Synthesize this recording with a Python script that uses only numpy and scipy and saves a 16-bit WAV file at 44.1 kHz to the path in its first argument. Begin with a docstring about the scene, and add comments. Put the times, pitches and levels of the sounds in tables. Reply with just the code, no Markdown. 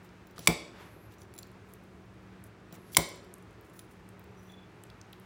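"""A low kitchen hum and faint ticks, then a steel spoon strikes a glass salad bowl hard, close to a phone.
It strikes hard once more; around the blows it taps, scrapes and squeaks, amid short clicks, knocks and rustles.
Glass, spoon and counter are sums of decaying sine modes; grit, clicks and rustles are shaped noise.
The kitchen answers with a brief diffuse echo, over room air and a wavering motor hum."""
import sys
import numpy as np
from scipy import signal
from scipy.fft import rfft, irfft
from scipy.io import wavfile
from scipy.ndimage import uniform_filter1d

SR = 44100
rng = np.random.default_rng(int(sys.argv[2]) if len(sys.argv) > 2 else 0)


def store_wav(level_fs):
    """Save 16-bit WAV to argv[1]."""
    pcm = np.round(np.clip(np.atleast_2d(level_fs), -1, 1) * 32767)
    wavfile.write(sys.argv[1], SR, pcm.T.astype(np.int16))


N = 231828


def undb(db):
    """Gain of a dB value."""
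    return 10 ** (np.asarray(db) / 20)


def unit(x):
    """Scale to rms 1."""
    return x / np.sqrt(np.mean(x ** 2))


def shaped(x, gain):
    """Filter by a gain given as a function of frequency."""
    f = np.maximum(np.fft.rfftfreq(len(x), 1 / SR), 1)
    return irfft(rfft(x) * gain(f), len(x))


def hump(f, hz, octaves):
    """Bell curve on a log-frequency axis."""
    return np.exp(-.5 * (np.log2(f / hz) / octaves) ** 2)


def decay(t, t60):
    """Exponential fade that falls 60 dB in t60 seconds."""
    return np.exp(-np.log(1000) * t / t60)


def ring(hz, t60, db, size):
    """Sum of decaying modes; neighbours start in opposite senses."""
    t = np.arange(size)[:, None] / SR
    sense = (-1) ** np.arange(len(hz))
    return np.sum(sense * undb(db) * decay(t, t60) * np.sin(2 * np.pi * hz * t), axis=1)


def add(out, s, x):
    """Mix x into out from time s."""
    i = int(s * SR)
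    out[i:i + len(x)] += x[:N - i]


def walk(rate):
    """Random levels held 1 / rate s and slewed twice; spread 1."""
    hold = int(SR / rate)
    steps = np.repeat(rng.standard_normal(N // hold + 1), hold)
    return unit(uniform_filter1d(uniform_filter1d(steps, hold), hold)[:N])


def swell(length, rise):
    """Envelope of one stroke: from half height up over a share of it, then down."""
    t = np.arange(int(length * SR)) / SR
    return np.interp(t, [0, rise * length, 0.88 * length, length], [0.48, 0.96, .6, 0.048])


# hard blows and their bounces: start_s, level_db, place (0 wall - 1 rim), crack_db, shove_db (into the counter)
BLOWS = [(0.473, -6.5, 0.2, -11, -19), (0.4778, -21.5, 0.3, -21, -35.5), (2.9687, -10, 1, -10.5, -22),
         (2.9708, -24.5, 0.84, -11, -32)]
# bowl modes, damped by the salad: pitch_hz
BOWL_HZ = [1110, 1020, 2150, 2320, 3430, 3810, 4480, 5030, 5610, 5790, 6910, 7430, 7950, 8500, 9270, 9500,
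           10120, 10900, 11900, 13300, 13700, 15300]
# each bowl mode when the wall is struck: level_db
WALL_DB = [-4.5, -20, -4.5, 6, -4.5, -18.5, -5, -8, -17, -10.5, -13.5, -9, -5, -11, -8.5, -15, -24, -11.5,
           -19, -21, -20, -24]
# each bowl mode when struck near the rim: level_db
RIM_DB = [-12.5, -0.5, 1, -13.5, -6.5, -4, -14, -23.5, -6.5, -13.5, -14.5, 1.5, -10, -7.5, -18.5, -5, -10.5,
          -15.5, -21.5, -13.5, -17, -4]
WALL_T60_S, RIM_T60_S = 0.015, .016
# the loaded bowl rocks first; THUD_DB is relative to the shove
THUD_HZ, THUD_T60_S, THUD_LATE_S, THUD_DB = 590.8, 0.012, .003, 0
SHOVE_LATE_S = 0.0082


def blows():
    """Bowl modes weighted by the place struck, over a crack of noise; the counter answers later."""
    glass, counter = np.zeros(N), np.zeros(N)
    hz, wall_db, rim_db = np.array([BOWL_HZ, WALL_DB, RIM_DB])
    t = np.arange(2000) / SR
    for s, db, place, crack_db, shove_db in BLOWS:
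        t60 = (1 - place) * WALL_T60_S + place * RIM_T60_S
        mode_db = (1 - place) * wall_db + place * rim_db
        add(glass, s, ring(hz, t60, db + mode_db, size=6000))
        # countless short modes, heard as a burst of noise
        crack = unit(shaped(rng.standard_normal(len(t)), lambda f: hump(f, 4500, 1.7)))
        add(glass, s, undb(crack_db) * crack * np.exp(-t / 0.0024))
        thud = ring(np.array([THUD_HZ]), THUD_T60_S, shove_db + THUD_DB, size=3000)
        add(counter, s + THUD_LATE_S, thud)
        add(counter, s + SHOVE_LATE_S, undb(shove_db) * shove(size=16000))
    return glass, counter


# modes of the counter top under the bowl: pitch_hz, t60_s, level_db
COUNTER = [(62.6, .2, -11.5), (106.7, 0.11, -11), (167, 0.19, -1), (241, 0.13, -6), (324.4, 0.12, -6),
           (443, 0.089, -8.5), (690, 0.096, -7.5)]


def shove(size):
    """The counter top's modes and rumble; the heavy top takes time to get moving."""
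    t = np.arange(size) / SR
    rumble = unit(shaped(rng.standard_normal(size), lambda f: hump(f, 400, 1.0)))
    modes = ring(*np.transpose(COUNTER), size=size)
    onset = 1 - np.exp(-t / 0.0055)
    return (modes + undb(-6.5) * rumble * np.exp(-t / 0.025)) * onset


# soft shifts of the bowl on the counter: start_s, level_db
NUDGES = [(.385, -41.5), (0.959, -49.5), (1.55, -51), (2.351, -51), (2.724, -43.5), (2.77, -48)]


def nudges():
    """The bowl shifts softly and sets the counter top ringing without a blow."""
    out = np.zeros(N)
    for s, db in NUDGES:
        add(out, s, undb(db) * shove(size=16000))
    return out


# the spoon's modes: pitch_hz, t60_s (when dragged; taps die sooner), level_db
SPOON = [(2220, .04, -10), (3440, .05, -8), (3970, .04, -6), (5870, .06, -6), (7310, .06, -1),
         (9280, .05, -6), (10300, .05, -4), (11050, .04, -4), (13850, .04, -4), (15420, .05, -1)]
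# light taps of the spoon: start_s, peak_db (of the ring), strongest_hz
TAPS = [(0.047, -53.5, 14000), (.27, -50, 14000), (.31, -54, 13800), (.392, -36, 15400),
        (0.451, -47.5, 7450), (.46, -40, 9100), (1.121, -56, 14600), (1.138, -56, 14600),
        (1.184, -55, 6000), (1.217, -48, 10300), (1.339, -45, 11050), (1.35, -50, 11050),
        (1.354, -57, 11150), (1.363, -48.5, 11050), (1.379, -39, 7200), (1.388, -32.5, 7260),
        (2.7258, -41, 15400), (2.742, -50, 9570), (2.921, -48, 15600), (2.935, -43, 15400),
        (2.949, -33.5, 5900), (3.425, -55, 10300), (3.698, -55, 10300), (3.792, -37.5, 10350),
        (4.24, -54, 13870), (4.52, -52.5, 10360)]
TAP_TICK_DB, TAP_TICK_S = -8.5, .0012  # broad tick of the contact, rms before its fade, against the ring's peak


def spoon_taps():
    """Taps wake the spoon's modes, favouring those near the contact's own pitch, with a broad tick."""
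    out = np.zeros(N)
    hz, t60, mode_db = np.transpose(SPOON)
    t = np.arange(5000) / SR
    for s, db, near_hz in TAPS:
        scatter_db = 3 * rng.standard_normal(len(hz))
        tap = ring(hz, 0.45 * t60, mode_db + 8 * hump(hz, near_hz, 0.1) + scatter_db, size=len(t))
        tick = unit(shaped(rng.standard_normal(len(t)), lambda f: hump(f, 3700, 1.1)))
        tick *= undb(TAP_TICK_DB) * np.exp(-t / TAP_TICK_S)
        add(out, s, undb(db) * (tap / np.max(np.abs(tap)) + tick))
    return out


def stick_slip():
    """Noise of the dragged edge, its level wandering with uneven stick and slip."""
    return rng.standard_normal(N) * undb(4 * walk(150))


def spoon_body(near_hz, octaves):
    """Ring of the spoon under a drag, its modes lifted by up to 36 dB around the contact's pitch."""
    hz, t60, mode_db = np.transpose(SPOON)
    return ring(hz, t60, mode_db + 36 * hump(hz, near_hz, octaves), size=5000)


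# spoon edge dragged over the glass: start_s, length_s, grit_db, strongest_hz
SCRAPES = [(.026, .052, -75, 11100), (1.185, 0.055, -64, 5880), (1.38, 0.043, -63, 9240),
           (1.66, .11, -74, 12000), (2.438, .041, -66, 11020), (2.723, .047, -62, 14300),
           (2.918, .039, -50, 15200), (3.625, 0.094, -74, 10300), (3.729, 0.12, -63.5, 11970),
           (3.876, 0.106, -73, 10200), (4.373, .16, -74, 12580), (5.209, .048, -76, 11020)]
# the spoon's ring against the grit; longer drags ring more
SCRAPE_RING_DB, RING_DB_PER_S, SCRAPE_SPREAD_OCT = -18, 68.5, .75


def spoon_scrapes(slip):
    """Stick-slip noise heard directly as grit and through the ringing spoon."""
    out = np.zeros(N)
    grit = unit(shaped(slip, lambda f: hump(f, 9000, 1.0)))
    for s, length, db, near_hz in SCRAPES:
        i = int(s * SR)
        shape = swell(length, 0.19)[:N - i]
        stroke = slice(i, i + len(shape))
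        rung = signal.fftconvolve(slip[stroke] * shape, spoon_body(near_hz, SCRAPE_SPREAD_OCT))
        add(out, s, undb(db + SCRAPE_RING_DB + RING_DB_PER_S * length) * unit(rung))
        add(out, s, undb(db) * shape * grit[stroke])
    return out


# steady drags that make one spoon mode sing: start_s, length_s, level_db, near_hz
SQUEAKS = [(0.382, 0.051, -69, 11050), (4.355, .19, -78, 5810), (4.48, 0.19, -67, 3430)]
SQUEAK_SPREAD_OCT, SQUEAK_ROUGH = .05, .6


def spoon_squeaks(slip):
    """A steady drag slips in step with the nearest spoon mode, and that mode sings."""
    out = np.zeros(N)
    hz = np.transpose(SPOON)[0]
    for s, length, db, near_hz in SQUEAKS:
        i, shape = int(s * SR), swell(length, 0.15)
        mode_hz = hz[np.argmin(np.abs(hz - near_hz))]
        locked = np.sin(2 * np.pi * mode_hz * np.arange(len(shape)) / SR)
        drive = (SQUEAK_ROUGH * slip[i:i + len(shape)] + 0.019 * locked) * shape
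        sung = signal.fftconvolve(drive, spoon_body(near_hz, SQUEAK_SPREAD_OCT))
        add(out, s, undb(db) * unit(sung))
    return out


# short clicks and knocks (wet slices, or light clinks on the bowl): start_s, peak_db, centre_hz
CLICKS = [(.091, -53, 5000), (0.272, -57, 5850), (.381, -32, 1220), (.382, -37, 3930), (.385, -56, 10000),
          (.394, -37, 4010), (1.219, -43, 5500), (1.427, -37, 13450), (1.431, -37, 4700),
          (1.468, -52, 5500), (1.473, -48.5, 12970), (1.516, -52, 11000), (1.737, -36.5, 9940),
          (1.839, -52.5, 10640), (2.44, -36.5, 10520), (2.753, -49, 4970), (2.948, -22.5, 2997),
          (2.963, -31, 6000), (3.09, -38, 9500), (3.159, -45, 13000), (3.247, -53, 10020),
          (3.34, -30.5, 8920), (3.383, -48.5, 10000), (3.611, -45.5, 13240), (3.796, -45, 4000),
          (4.09, -40.5, 9900), (4.195, -37, 15000), (4.837, -37, 9000), (4.838, -46.5, 2970),
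          (4.901, -41, 3400), (5.014, -41.5, 5600), (5.128, -40, 12700), (5.131, -39.5, 3220),
          (5.199, -46, 12030)]
# faint clicks: the quietest peak, and the mean excess over it
FAINT_CLICKS_PER_S, FAINT_DB, FAINT_SCATTER_DB = 13, -66.5, 3
CLICK_DECAY_S = .0012  # at 10 kHz; deeper clicks last longer by the power below
CLICK_DEEPER_POWER, CLICK_SPREAD_OCT = .45, .36


def clicks():
    """Clicks and knocks as short noise bursts with a sharp first break, and a scatter of fainter ones."""
    out = np.zeros(N)
    when, loud, high = rng.random((3, int(FAINT_CLICKS_PER_S * N / SR)))
    faint = np.c_[when * N / SR, FAINT_DB - FAINT_SCATTER_DB * np.log(loud), 6000 * 2.5 ** high]
    t = np.arange(-128, 640) / SR  # lead-in leaves room for the filter's spread
    for s, db, hz in np.r_[np.array(CLICKS), faint]:
        noise = rng.standard_normal(len(t))
        noise[128] = 3.5  # the sharp first break
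        fade_s = CLICK_DECAY_S * (1e4 / hz) ** CLICK_DEEPER_POWER
        burst = noise * (t >= 0) * np.exp(-np.abs(t) / fade_s)
        snap = shaped(burst, lambda f: hump(f, hz, CLICK_SPREAD_OCT) + 0.08 * hump(f, 6000, 1.5))
        add(out, max(s + t[0], 0), undb(db) * snap / np.max(np.abs(snap)))
    return out


# a soft broad rustle around the first blow, then salad sliding on the glass: start_s, length_s, level_db, centre_hz
RUSTLES = [(.36, 0.22, -57, 3870), (.731, 0.18, -55, 1090), (.751, 0.21, -70.5, 6000),
           (1.106, 0.045, -66, 3500), (2.706, .077, -61.5, 1500), (2.801, .26, -71, 4000)]
# thin, high hiss of a wet film: start_s, length_s, level_db, centre_hz
HISSES = [(.776, .072, -76, 11700), (.828, .2, -73.5, 10960), (.855, 0.2, -75, 13300),
          (1.004, 0.16, -72.5, 11500), (2.777, .17, -69, 11150)]
RUSTLE_SPREAD_OCT, HISS_SPREAD_OCT = 1, 0.079


def rustles():
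    """Patchy noise swelling and fading, each stroke in its own band: broad rustles and narrow hisses."""
    out = np.zeros(N)
    rub = rng.standard_normal(N) * undb(2.5 * walk(40))
    for strokes, octaves in ((RUSTLES, RUSTLE_SPREAD_OCT), (HISSES, HISS_SPREAD_OCT)):
        for s, length, db, hz in strokes:
            i, shape = int(s * SR), swell(length, .3)
            rustle = unit(shaped(rub[i:i + len(shape)], lambda f: hump(f, hz, octaves)))
            add(out, s, undb(db) * shape * rustle)
    return out


# bands of the kitchen echo: centre_hz, t60_s, level_db
ROOM = [(121, .3, -3), (260, 0.92, -2), (463, 0.94, 0), (980, 0.57, -1.5), (2120, 0.48, -1),
        (4260, 0.52, 0), (8100, 0.42, -6.5), (13880, 0.19, 3)]
ROOM_DB, FIRST_WALL_S = -14.5, .011
COUNTER_ECHO_DB = 0  # the counter's share of the echo


def kitchen(x):
    """Diffuse echo, each band dying at its own rate; thin until the first wall answers."""
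    t = np.arange(30000) / SR
    tail = np.zeros(len(t))
    for hz, t60, db in ROOM:
        band = shaped(rng.standard_normal(len(t)), lambda f: hump(f, hz, 0.51))
        tail += undb(db) * decay(t, t60) * band
    tail *= np.interp(t, [0, FIRST_WALL_S, FIRST_WALL_S + 0.00067], [0, .3, 1])
    return undb(ROOM_DB) * signal.fftconvolve(x, tail / np.sqrt(np.sum(tail ** 2)))[:N]


# spectrum of the room air, before the resonances: pitch_hz, level_db (per Hz, relative)
AIR = [(22, -40.5), (40, -16), (60, -6), (115, -8.5), (300, -15), (620, -18), (1400, -20), (2600, -26.5),
       (3000, -31), (4200, -35.5), (7700, -42.5), (8300, -43), (12000, -49), (16500, -47)]
# room resonances lifting the air: pitch_hz, width_hz, lift_db
BOOM = [(70, 7.2, 0), (108.3, 19, 9.5), (168, 12, 3), (230.5, 3.3, 6), (312.5, 14, 9), (362, 36, 8),
        (417, 53, 6.5)]
AIR_DB = -53.5


def room_air():
    """Noise coloured by the room's booming resonances, its bands drifting in level one by one."""
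    hz, db = np.transpose(AIR)

    def colour(f):
        boom_db = sum(lift_db / (1 + (2 * (f - mid_hz) / width) ** 2) for mid_hz, width, lift_db in BOOM)
        return undb(np.interp(np.log(f), np.log(hz), db) + boom_db)
    steady = shaped(rng.standard_normal(N), colour)
    air = np.zeros(N)
    for mid_hz in 32 * 2. ** np.arange(10):
        air += undb(1.0 * walk(4.9)) * shaped(steady, lambda f: hump(f, mid_hz, 0.99))
    return undb(AIR_DB) * unit(air)


HUM_HZ, HUM_DB = 186, -59  # centre pitch and level


def motor_hum():
    """A sine whose pitch and level waver at random."""
    pitch_hz = HUM_HZ + 1.5 * walk(6)
    return np.sin(2 * np.pi * np.cumsum(pitch_hz) / SR) * undb(HUM_DB + 3 * walk(7))


def scene():
    """Near sounds, their echo and the background."""
    glass, counter = blows()
    counter += nudges()
    slip = stick_slip()
    spoon = spoon_taps() + spoon_scrapes(slip) + spoon_squeaks(slip)
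    near = glass + spoon + clicks() + rustles()
    echo = kitchen(near + undb(COUNTER_ECHO_DB) * counter)
    return (near + counter + echo + room_air() + motor_hum())[None]


TOP_HZ = 15950


def record(dry):
    """The phone drops the deepest bass, rounds the loudest peaks and cuts the top."""
    dry = signal.sosfilt(signal.butter(2, 35, "high", fs=SR, output="sos"), dry)
    dry = .95 * np.tanh(dry / .95)
    return signal.sosfilt(signal.ellip(12, .3, 90, TOP_HZ, fs=SR, output="sos"), dry)


dry = scene()
out = record(dry)
store_wav(out)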